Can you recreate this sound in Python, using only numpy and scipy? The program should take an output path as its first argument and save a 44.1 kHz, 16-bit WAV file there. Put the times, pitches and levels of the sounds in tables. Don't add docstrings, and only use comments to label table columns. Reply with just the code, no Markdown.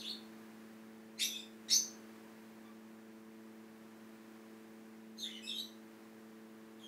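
import sys
import numpy as np
from scipy import signal
from scipy.fft import rfft, irfft
from scipy.io import wavfile
from scipy.ndimage import uniform_filter1d

SR = 44100
rng = np.random.default_rng(int(sys.argv[2]) if len(sys.argv) > 2 else 0)


def output_pcm(signal):
    pcm = np.clip(np.atleast_2d(signal).T, -1, 1) * 32767
    wavfile.write(sys.argv[1], SR, np.round(pcm).astype(np.int16))


N = 302967
LEAD = SR // 10


def undb(db):
    return 10 ** (np.asarray(db) / 20)


def unit(x):
    return x / np.sqrt(np.mean(x ** 2))


def wander(rate_hz):
    width = max(int(SR / rate_hz), 1)
    noise = rng.standard_normal(N + 4 * width)
    smooth = uniform_filter1d(uniform_filter1d(noise, width), width)
    return smooth[2 * width:2 * width + N] * np.sqrt(1.5 * width)


def hiss():
    # frequency_hz, relative_level_db
    hiss_shape = [(20, -25.5), (45, -27), (100, -19), (140, -12.5), (210, -2), (280, -4.5), (400, -5),
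                  (480, -11), (1000, -9.5), (1300, -12), (1700, -10.5), (3400, -21.5), (10500, -28),
                  (12500, -28.5), (15700, -26)]
    points_hz, points_db = np.array(hiss_shape).T
    hz = np.maximum(np.fft.rfftfreq(N, 1 / SR), 1)
    shape_db = np.interp(np.log(hz), np.log(points_hz), points_db)
    noise = irfft(rfft(rng.standard_normal(N)) * undb(shape_db), N)
    return unit(noise) * undb(-62 + 1.1 * wander(1.37))


def motor_and_mains():
    # multiple_of_pitch, level_db
    motor_tones = [(1, -80), (2, -57), (3, -62.5), (4, -66.5), (5, -73), (6, -81), (7, -83), (9, -83)]
    # pitch_hz, level_db
    steady_tones = [(73, -95.5), (120, -83), (193.5, -85), (359.8, -78), (368.8, -76.5), (387.0, -85.5),
                    (580, -85.5), (719, -86.5), (1180, -85.5)]
    pitch_hz = 110.57 * (1 + 0.000638 * wander(0.9))
    phase = 2 * np.pi * np.cumsum(pitch_hz) / SR
    t = np.arange(N) / SR
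    hum = np.zeros(N)
    for multiple, db in motor_tones:
        hum += undb(db + 0.88 * wander(2.45)) * np.sin(multiple * phase + rng.uniform(0, 2 * np.pi))
    for hz, db in steady_tones:
        hum += undb(db + 0.64 * wander(1.2)) * np.sin(2 * np.pi * hz * t + rng.uniform(0, 2 * np.pi))
    return np.sqrt(2) * hum


def squeaks():
    # start_s, length_s, start_pitch_hz, end_pitch_hz, level_db, overtone_boost_db
    whistles = [ (-0.030, 0.048, 6230, 6190, -56.5, -2), (-0.030, 0.049, 4610, 3420, -52, 2),
                (0.02, .040, 2730, 3190, -52.5, -8), (0.042, 0.044, 3404, 3990, -44.5, -3),
                (0.083, 0.024, 4290, 4280, -40.5, -3.5), (0.097, 0.031, 3970, 3540, -48.5, -3),
                (1.174, .014, 2010, 2105, -59, 3.5), (1.186, .038, 2163, 2820, -42, -2),
                (1.192, 0.037, 4390, 5500, -42.5, 10), (1.207, 0.023, 3494, 3824, -33, 9),
                (1.226, 0.026, 5720, 5950, -36, 6), (1.296, 0.039, 3423, 3545, -44, -5),
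                (1.333, 0.019, 2580, 2600, -50, -5), (1.348, 0.023, 3440, 3637, -43.5, 0),
                (1.363, .046, 2395, 2655, -58, 1.5), (1.683, 0.025, 1804, 2500, -50, 7.5),
                (1.704, .034, 4150, 4795, -29, 0), (1.71, 0.012, 5200, 5440, -25, -7),
                (1.721, .044, 6020, 6244, -26.5, -5), (2.637, 0.044, 1159, 1165, -64.5, -5),
                (5.170, 0.055, 4450, 3650, -53, 4), (5.172, 0.054, 6360, 6320, -53, -1),
                (5.220, 0.039, 3618, 3420, -40, 0), (5.236, 0.068, 1730, 2500, -61, -9),
                (5.303, 0.078, 3050, 2928, -49.5, -6.5), (5.343, 0.048, 2170, 1900, -59.5, -8),
                (5.420, .085, 2540, 2680, -53, 3), (5.463, 0.074, 3780, 3480, -44, -7),
                (5.509, 0.09, 3230, 3160, -52, 3.5), (5.55, 0.061, 3790, 3983, -43.5, 2),
                (5.571, 0.097, 6280, 5920, -62.5, 4), (5.573, 0.024, 4320, 4480, -50.5, 0),
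                (6.791, 0.048, 3586, 3190, -62, 8), (6.83, 0.023, 3250, 3160, -53.5, 3), ]
    # pitch_hz, second_db, third_db, fourth_db
    overtones = [(2520, -1, -4, -14), (3300, -17, -25, -23), (3900, -18.5, -16, -28), (4600, -17, -25, -30),
                 (6040, -11.5, -29, -26)]
    pitches_hz, *overtone_columns = np.array(overtones).T
    shake, flutter = wander(487), wander(580)
    air_band = signal.butter(2, [1870, 9000], "band", fs=SR, output="sos")
    air = unit(signal.sosfilt(air_band, rng.standard_normal(N)))
    pitch_shake = 0.0893 * shake + 0.084 * wander(2500)
    flutter_db, air_db = 7.5, -21.5
    out = np.zeros(LEAD + N)
    for start_s, length_s, start_hz, end_hz, level_db, boost_db in whistles:
        span = np.arange(int(start_s * SR), min(int((start_s + length_s) * SR), N))
        progress = np.linspace(0, 1, len(span))
        slide_octaves = abs(np.log2(end_hz / start_hz))
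        rough = min(0.15 + 1.2 * slide_octaves, 1)
        hz = (start_hz + (end_hz - start_hz) * progress) * (1 + rough * pitch_shake[span])
        phase = 2 * np.pi * np.cumsum(hz) / SR
        middle_hz = (start_hz + end_hz) / 2
        second, third, fourth = (np.interp(middle_hz, pitches_hz, column) + boost_db
                                 for column in overtone_columns)
        tone = rough * undb(air_db) * air[span]
        for multiple, db in enumerate([0, second, third, fourth, fourth - 7, fourth - 7], 1):
            in_range = multiple * hz < .45 * SR
            tone += undb(db) * np.sin(multiple * phase) * in_range
        swell = progress ** 0.29 * (1 - progress) ** 0.22
        gain = undb(level_db + flutter_db * rough * flutter[span])
        out[LEAD + span] += gain * swell / swell.max() * np.sqrt(2) * tone
    return out


def room(sound):
    room_fade_s, near_fade_s = .34, .12
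    near_db, direct_db, dull_hz = -2, -13, 12900
    t = np.arange(SR // 2) / SR
    fade = undb(-60 * t / room_fade_s) + undb(near_db - 60 * t / near_fade_s)
    build_up = 1 - np.exp(-t / 0.0016)
    echo = unit(rng.standard_normal(len(t)) * fade * build_up) / np.sqrt(len(t))
    heard = undb(direct_db) * sound + signal.fftconvolve(sound, echo)[:len(sound)]
    return signal.sosfilt(signal.butter(3, dull_hz, fs=SR, output="sos"), heard)[LEAD:]


def scene():
    return (room(squeaks()) + motor_and_mains() + hiss())[None]


def record(dry):
    top_hz = 15630
    return signal.sosfilt(signal.ellip(10, .2, 60, top_hz, fs=SR, output="sos"), dry)


dry = scene()
out = record(dry)
output_pcm(out)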